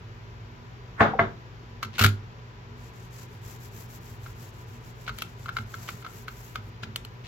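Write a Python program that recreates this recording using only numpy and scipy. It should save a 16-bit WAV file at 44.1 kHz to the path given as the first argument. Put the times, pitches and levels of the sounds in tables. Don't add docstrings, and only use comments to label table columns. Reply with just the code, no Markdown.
import sys
import numpy as np
from scipy import signal
from scipy.fft import rfft, irfft, next_fast_len
from scipy.io import wavfile
from scipy.ndimage import uniform_filter1d, minimum_filter1d

SR = 44100
rng = np.random.default_rng(int(sys.argv[2]) if len(sys.argv) > 2 else 0)


def wrap_up_sound(samples):
    columns = np.atleast_2d(samples).T
    tamed = np.clip(columns, -1, 1)
    steps = np.round(tamed * 32767).astype(np.int16)
    wavfile.write(sys.argv[1], SR, steps)


N = 320607
TIME = np.arange(N) / SR
PORT_SPACING_S = 0.00054


def from_db(db):
    return 10 ** (np.asarray(db) / 20)


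def rms_one(x):
    return x / np.sqrt(np.mean(x ** 2) + 1e-20)


def at_hz(points, hz):
    known_hz, values = np.transpose(points)
    return np.interp(np.log(np.maximum(hz, 1)), np.log(known_hz), values)


def fade(t, t60_s):
    return np.exp(-np.log(1000) * t / t60_s)


def swell(t, rise_s):
    return 1 - np.exp(-(t / rise_s) ** 2)


def add(out, at_s, sound):
    start = int(round(at_s * SR))
    out[..., start:start + sound.shape[-1]] += sound[..., :N - start]


def from_right(x, lag_samples):
    return np.stack([np.pad(x[0], (lag_samples, 0))[:x.shape[1]], x[1]])


def noise(gain_at, size, direct=0):
    padded = next_fast_len(size)
    hz = np.arange(padded // 2 + 1) * SR / padded
    mid, side = rfft(rng.standard_normal((2, padded)))
    coherence = direct + (1 - direct) * 0.95 * np.sinc(2 * hz * PORT_SPACING_S)
    ports = np.sqrt(1 + coherence) * mid + np.sqrt(1 - coherence) * side * [[1], [-1]]
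    return rms_one(irfft(ports * gain_at(hz), padded)[:, :size])


def coloured(spectrum, size, direct=0):
    return noise(lambda hz: from_db(at_hz(spectrum, hz)), size, direct)


def grain(span_samples):
    return rms_one(uniform_filter1d(rng.standard_normal(N), size=span_samples))


def damped(modes, t60_at_1khz_s):
    return [(hz, db, t60_at_1khz_s * np.sqrt(1000 / hz)) for hz, db in modes]


def struck(modes, spread_db, rise_s, pitch=1):
    hz, db, t60_s = np.transpose(modes)[:, :, None]
    t = TIME[:int(t60_s.max() * SR)]
    gains = from_db(db + spread_db * rng.standard_normal((len(modes), 1)))
    rings = gains * np.sin(2 * np.pi * hz * pitch * t) * fade(t, t60_s)
    return (rings[::2].sum(axis=0) - rings[1::2].sum(axis=0)) * swell(t, rise_s)


# f/Hz, relative density/dB
AIR_SPECTRUM = [(22, -51.5), (42, 11), (60, -1.5), (120, 7), (200, -9.5), (500, -13.5), (900, -9),
                (1600, -11.5), (3000, -18), (5000, -24.5), (7200, -35.5), (8600, -66.5), (12000, -39.5),
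                (16000, -47)]
# f/Hz, width/Hz, level/dB
HUM_PEAKS = [(56.4, 6.4, -54.5), (102, 6.5, -51), (172, 10, -58), (235, 7.1, -59.5), (404.4, 84, -56.5),
             (990, 15, -63)]
def fan(air_db=-49.5, mains_hz=120.3, mains_db=-48):
    def resonances(hz):
        return np.sqrt(sum(from_db(2 * db) / width_hz / (1 + ((hz - centre_hz) / width_hz) ** 2) ** 2
                           for centre_hz, width_hz, db in HUM_PEAKS))
    hum = np.linalg.norm([from_db(db) for _, _, db in HUM_PEAKS]) * noise(resonances, N)
    mains = from_db(mains_db) * rms_one(np.sin(2 * np.pi * mains_hz * TIME))
    diffuse_air = coloured(AIR_SPECTRUM, N)
    direct_air = from_db(-4) * from_right(coloured(AIR_SPECTRUM, N, direct=0.94), lag_samples=15)
    return from_db(air_db) * (diffuse_air + direct_air) + from_right(hum + mains, lag_samples=8)


# f/Hz, relative density/dB
SCUFF_SPECTRUM = [(300, -21), (1300, 4), (2050, -2), (3000, -28), (8000, -41.5)]
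def tin_scuff(end_db=-23.5, rise_db_per_s=899):
    landing_s = SET_DOWNS[0][0]
    ahead_s = landing_s - TIME[TIME < landing_s]
    scrape = from_db(end_db - rise_db_per_s * ahead_s) * coloured(SCUFF_SPECTRUM, len(ahead_s))
    return np.pad(scrape, [(0, 0), (0, N - len(ahead_s))])


# t/s, level/dB, clatter level/dB, low-pass f/Hz, loss per bounce/dB
SET_DOWNS = [(1.0057, 1.5, -15, 9000, 3.5), (1.1917, -4, -23, 8000, 26)]
# f/Hz, level/dB
TIN_MODES = [(773, -19.5), (927, -28), (1030, -22.5), (1122, -25), (1446, -24), (1502, -18), (1717, -22),
             (2410, -27)]
# f/Hz, level/dB
LID_MODES = [(678, -12.5), (1120, -16), (1385, -13), (1610, -9), (2060, -10)]
# f/Hz, level/dB
BOARD_MODES = [(222, -24), (300, -27), (382, -25), (446, -24.5), (680, -20.5), (711, -16.5), (835, -24)]
# f/Hz, relative density/dB
CLATTER_SPECTRUM = [(50, -8.5), (130, 3.5), (350, -5.5), (700, -0.5), (1500, 1), (2200, -11.5),
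                    (2600, -17.5), (3500, -16), (4500, -27), (7000, -40.5), (9000, -59), (13000, -33)]
def knocks(contact_s=0.00017, clatter_t60_s=0.26, bounce_gap_s=0.025, soft_hz=1800):
    out, t = np.zeros((2, N)), TIME[:SR // 2]
    u = t / contact_s - 2 * np.pi
    pulse = (u ** 2 - 1) * np.exp(-u ** 2 / 2)
    clatter_envelope = fade(t, clatter_t60_s) * swell(t, rise_s=0.0011)
    boards = damped(BOARD_MODES, t60_at_1khz_s=0.11)
    bodies = damped(TIN_MODES, t60_at_1khz_s=0.1), damped(LID_MODES, t60_at_1khz_s=0.075)
    for (at_s, db, clatter_db, hard_hz, loss_db), body in zip(SET_DOWNS, bodies):
        landing = [(-0.00296, -9, db, soft_hz), (0, 0, db, hard_hz), (0.0051, -10.5, db, hard_hz)]
        bounces = [(k * bounce_gap_s, -3.5 - k * loss_db, db - 13, soft_hz) for k in (1, 2)]
        for after_s, touch_db, push_db, top_hz in landing + bounces:
            clatter = from_db(clatter_db) * coloured(CLATTER_SPECTRUM, len(t), direct=0.16)
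            blow = clatter * clatter_envelope + from_db(push_db) * pulse
            low_pass = signal.butter(2, top_hz, fs=SR, output="sos")
            add(out, at_s + after_s, from_db(touch_db) * signal.sosfilt(low_pass, blow))
        add(out, at_s, from_db(db) * struck(boards, spread_db=2.5, rise_s=0.002))
        add(out, at_s, from_db(db) * struck(body, spread_db=2.5, rise_s=0.0018))
    return out


# t/s, level/dB
BENCH_LOADS = [(1.01, -22), (1.204, -23.5), (2.007, -14), (2.017, -23.5), (2.0465, -11), (6.824, -31),
               (6.869, -29)]
# f/Hz, level/dB, t60/s
BENCH_MODES = [(101.5, -4, 0.39), (146, -16, 0.26), (217.8, -11, 0.3), (274.3, -26, 0.36),
               (385.4, -18.5, 0.23)]
def bench_thumps(shift_lag_s=0.025, shift_db=-18.5):
    out = np.zeros((2, N))
    shifts = [(at_s + shift_lag_s, db + shift_db) for at_s, db, _, _ in JAW_ROCKS]
    for at_s, db in list(BENCH_LOADS) + shifts:
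        add(out, at_s, from_db(db) * struck(BENCH_MODES, spread_db=0.5, rise_s=0.00085))
    return out


# t/s, level/dB, pitch ratio
TIN_WOBBLES = [(1.134, 6, 1), (1.149, 0, .6)]
def tin_wobble():
    out = np.zeros((2, N))
    low_modes = damped(TIN_MODES[:2], t60_at_1khz_s=0.04)
    for at_s, db, pitch in TIN_WOBBLES:
        add(out, at_s, from_db(db) * struck(low_modes, spread_db=0.5, rise_s=0.004, pitch=pitch))
    return out


# f/Hz, level/dB, t60/s
JAW_MODES = [(1384, 1, 0.013), (1233, -4.5, 0.0093), (690, -7, 0.0052), (1548, -4, 0.011),
             (2195, -11, 0.013), (4290, -23, 0.023)]
# f/Hz, relative density/dB
CRACK_SPECTRUM = [(300, -7), (1400, -3.5), (2300, 4), (3300, 3), (4200, 0), (5200, -7), (7200, -16.5),
                  (8800, -73), (16000, -26)]
# f/Hz, relative density/dB
TICK_SPECTRUM = [(3000, -16), (7000, -11.5), (8800, -17.5), (10500, -11), (12000, -4.5), (14000, -6),
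                 (16000, -18)]
def clack(db, hardness, ring_hz):
    t = TIME[:SR // 16]
    crack_db = -15 + 22.5 * hardness
    tick_db = -34 + 42 * hardness
    crack = from_db(crack_db) * coloured(CRACK_SPECTRUM, len(t), direct=0.47) * fade(t, t60_s=0.019)
    tick = from_db(tick_db) * coloured(TICK_SPECTRUM, len(t), direct=0.078) * fade(t, t60_s=0.024)
    sound = (crack + tick) * swell(t, rise_s=0.00085)
    pitch = ring_hz / JAW_MODES[0][0] * rng.normal(1, 0.015)
    add(sound, 0, struck(JAW_MODES, spread_db=1.5, rise_s=0.0012, pitch=pitch))
    return from_db(db) * sound


def chatter(db, hardness, ring_hz, gap_s=0.0036, loss_db=6, spread_db=1.5):
    out, at_s = np.zeros((2, SR // 8)), 0
    add(out, at_s, clack(db, hardness, ring_hz))
    for k in (1, 2):
        at_s += gap_s * 2 ** rng.uniform(-0.5, 0.5)
        bounce_db = db - k * loss_db + spread_db * rng.standard_normal()
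        add(out, at_s, clack(bounce_db, hardness, ring_hz))
    return out


# t/s, level/dB, hardness 0-1, ring f/Hz
JAW_ROCKS = [(1.8281, -13.5, 0.25, 1290), (1.833, -22.5, 0.16, 1380), (1.847, -23.5, 0.24, 1380),
             (4.261, -28.5, 0, 1360), (5.0777, -18.5, 0.11, 1400), (5.0922, -18, 0.05, 1350),
             (5.458, -24, .05, 1360), (5.483, -25, 0, 1350), (5.4902, -19.5, 0.1, 1390),
             (5.567, -11.5, 0.05, 1350), (5.585, -21.5, 0.17, 1370), (5.7406, -21, 0, 1370),
             (5.888, -18, 0.26, 1330), (6.024, -34.5, 0.33, 1390), (6.0464, -23.5, 0, 1350),
             (6.063, -23.5, 0.1, 1380), (6.2808, -22, 0.26, 1386), (6.556, -15.5, 0.16, 1340),
             (6.8332, -22.5, 0.1, 1480)]
# t/s, level/dB, hardness 0-1
CLAMP_LANDINGS = [(1.982, -18.5, .45), (1.9918, -9.5, 0.48), (2.0005, -16, 0.53), (2.0107, -5.5, 0.3),
                  (2.0152, -13.5, 0.6), (2.024, -12, 0.5), (2.0371, -14, 0.66), (2.0435, -3.5, 0.38),
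                  (2.047, -13, 0.56), (2.0616, -12, 0.52), (2.086, -38, .85)]
def clamp_clacks(slip_lead_s=0.0038, slip_db=-16):
    out = np.zeros((2, N))
    for at_s, db, hardness in CLAMP_LANDINGS:
        add(out, at_s, chatter(db, hardness, ring_hz=JAW_MODES[0][0]))
    for at_s, db, hardness, ring_hz in JAW_ROCKS:
        add(out, at_s - slip_lead_s, clack(db + slip_db, hardness, ring_hz))
        add(out, at_s, chatter(db, hardness, ring_hz))
    return out


# start t/s, end t/s, level/dB
JAW_SKIDS = [(1.928, 1.988, -45.5), (1.981, 2.069, -30), (5.063, 5.098, -41.5), (5.18, 5.221, -45),
             (5.875, 5.891, -36.5), (6.824, 6.851, -40), (7.237, 7.284, -47.5)]
def jaw_skids(grain_db=6):
    envelope = np.zeros(N)
    for start_s, end_s, db in JAW_SKIDS:
        progress = np.clip((TIME - start_s) / (end_s - start_s), 0, 1)
        envelope += from_db(db) * np.sqrt(np.sin(np.pi * progress))
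    roughness = from_db(grain_db * grain(span_samples=60))
    return envelope * rms_one(roughness * coloured(CRACK_SPECTRUM, N, direct=0.37))


# turn t/s, level/dB
HAND_STROKES = [(2.76, -56.5), (2.92, -55.5), (3.1, -48.5), (3.27, -60), (3.405, -47), (3.585, -50),
                (3.7, -49), (3.875, -48), (3.994, -53.5), (4.19, -52.5), (4.345, -51), (4.52, -57.5),
                (4.655, -56.5), (4.8, -56), (4.945, -54.5), (5.09, -53), (5.361, -53.5), (5.51, -53),
                (5.65, -46.5), (6.05, -49.5), (6.26, -52.5), (6.6, -67), (6.75, -73), (6.98, -46),
                (7.189, -43)]
def rag_strokes(stop_s=6.7, speed_power=0.95, wander_db=1.2):
    turns_s, db = np.transpose(HAND_STROKES)
    stroke = np.interp(TIME, turns_s, np.arange(len(turns_s)))
    wander = from_db(wander_db * grain(span_samples=SR // 20))
    pressure = from_db(db)[stroke.astype(int)] * wander * (TIME <= stop_s)
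    speed = np.abs(np.sin(np.pi * stroke))
    return uniform_filter1d(pressure * speed ** speed_power, size=SR // 100)


# f/Hz, relative density/dB
RAG_SPECTRUM = [(1500, 1.5), (3000, -4), (5000, -2), (7400, -2), (8700, -16.5), (10500, -3.5), (12500, 4),
                (16000, -2)]
# t/s, level/dB
RAG_TREBLE = [(3.0, -10), (3.8, -2), (4.8, -7), (5.7, -8), (6.2, -3.5), (7.2, 0)]
def rag(fine_hz=9000, rustle_db=-74, grain_db=1.8):
    hiss = coloured(RAG_SPECTRUM, N, direct=0.046)
    fine = signal.sosfiltfilt(signal.butter(2, fine_hz, "high", fs=SR, output="sos"), hiss)
    fine_gain = from_db(np.interp(TIME, *np.transpose(RAG_TREBLE)))
    hiss = hiss + (fine_gain - 1) * fine
    strength = rag_strokes() + from_db(rustle_db)
    return strength * from_db(grain_db * grain(span_samples=200)) * hiss


# t/s, clack level/dB, hardness 0-1, steel ring level/dB
SCREW_SNAPS = [(5.185, -31, 0.71, -46), (5.22, -17, 0.52, -51), (6.9593, -26, 0.77, -22),
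               (7.049, -40, 0.77, -35)]
def screw_snaps():
    out = np.zeros((2, N))
    for at_s, db, hardness, _ in SCREW_SNAPS:
        add(out, at_s, clack(db, hardness, ring_hz=JAW_MODES[0][0]))
    return out


# f/Hz, level/dB, t60/s
STEEL_MODES = [(2990, 7.5, 0.0087), (4290, 4.5, 0.0092), (11800, -29, 0.022)]
def steel_pings():
    out = np.zeros((2, N))
    for at_s, _, _, ring_db in SCREW_SNAPS:
        add(out, at_s, from_db(ring_db) * struck(STEEL_MODES, spread_db=1, rise_s=0.0005))
    return out


# f/Hz, t60/s
ROOM_DECAY = [(100, 0.45), (500, 0.27), (2000, 0.18), (6000, 0.21), (16000, 0.033)]
def workshop_echoes(x, first_echo_s=0.00088):
    t, echoes = TIME[:SR // 2], 0
    for band_hz, t60_s in ROOM_DECAY:
        band = [(hz, float(hz == band_hz)) for hz, _ in ROOM_DECAY]
        power_share = at_hz(band, np.linspace(0, SR / 2, len(t))).mean()
        band_noise = noise(lambda hz: np.sqrt(at_hz(band, hz)), len(t))
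        echoes = echoes + np.sqrt(power_share) * band_noise * fade(t, t60_s)
    echoes = echoes * (t > first_echo_s)
    return signal.fftconvolve(x.mean(axis=0)[None], echoes / np.linalg.norm(echoes[0]), axes=1)[:, :N]


def scene():
    tin = knocks() + tin_wobble() + tin_scuff()
    clamp = clamp_clacks() + screw_snaps() + jaw_skids()
    bench = bench_thumps() * from_db([[-1.2], [0.8]])
    rubbing = rag()
    room = workshop_echoes(from_db(-8.5) * tin + from_db(-10) * clamp)
    return from_right(tin + clamp + steel_pings() + bench, lag_samples=3) + room + rubbing + fan()


def limiter(x, ceiling, span_samples):
    needed = np.minimum(1, ceiling / (np.abs(x).max(axis=0) + 1e-9))
    held = minimum_filter1d(needed, 2 * span_samples)
    return x * uniform_filter1d(uniform_filter1d(held, span_samples), span_samples)


# f/Hz, left minus right level/dB
PORT_IMBALANCE = [(100, 0), (600, 1.3), (1400, 1.5), (2500, 1.5), (4400, 2), (8000, 17.5), (10500, 2),
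                  (15000, -1)]
def record(dry):
    rumble_hz, cutoff_hz = 28, 16000
    hz = np.arange(N + 1) * SR / (2 * N)
    port_gains = from_db(at_hz(PORT_IMBALANCE, hz) * [[0.5], [-0.5]])
    ports = irfft(rfft(dry, 2 * N) * port_gains)[:, :N]
    ports = signal.sosfilt(signal.butter(3, rumble_hz, "high", fs=SR, output="sos"), ports)
    limited = limiter(ports, ceiling=0.97, span_samples=40)
    return signal.sosfilt(signal.ellip(10, 0.1, 80, cutoff_hz, fs=SR, output="sos"), limited)


dry = scene()
out = record(dry)
wrap_up_sound(out)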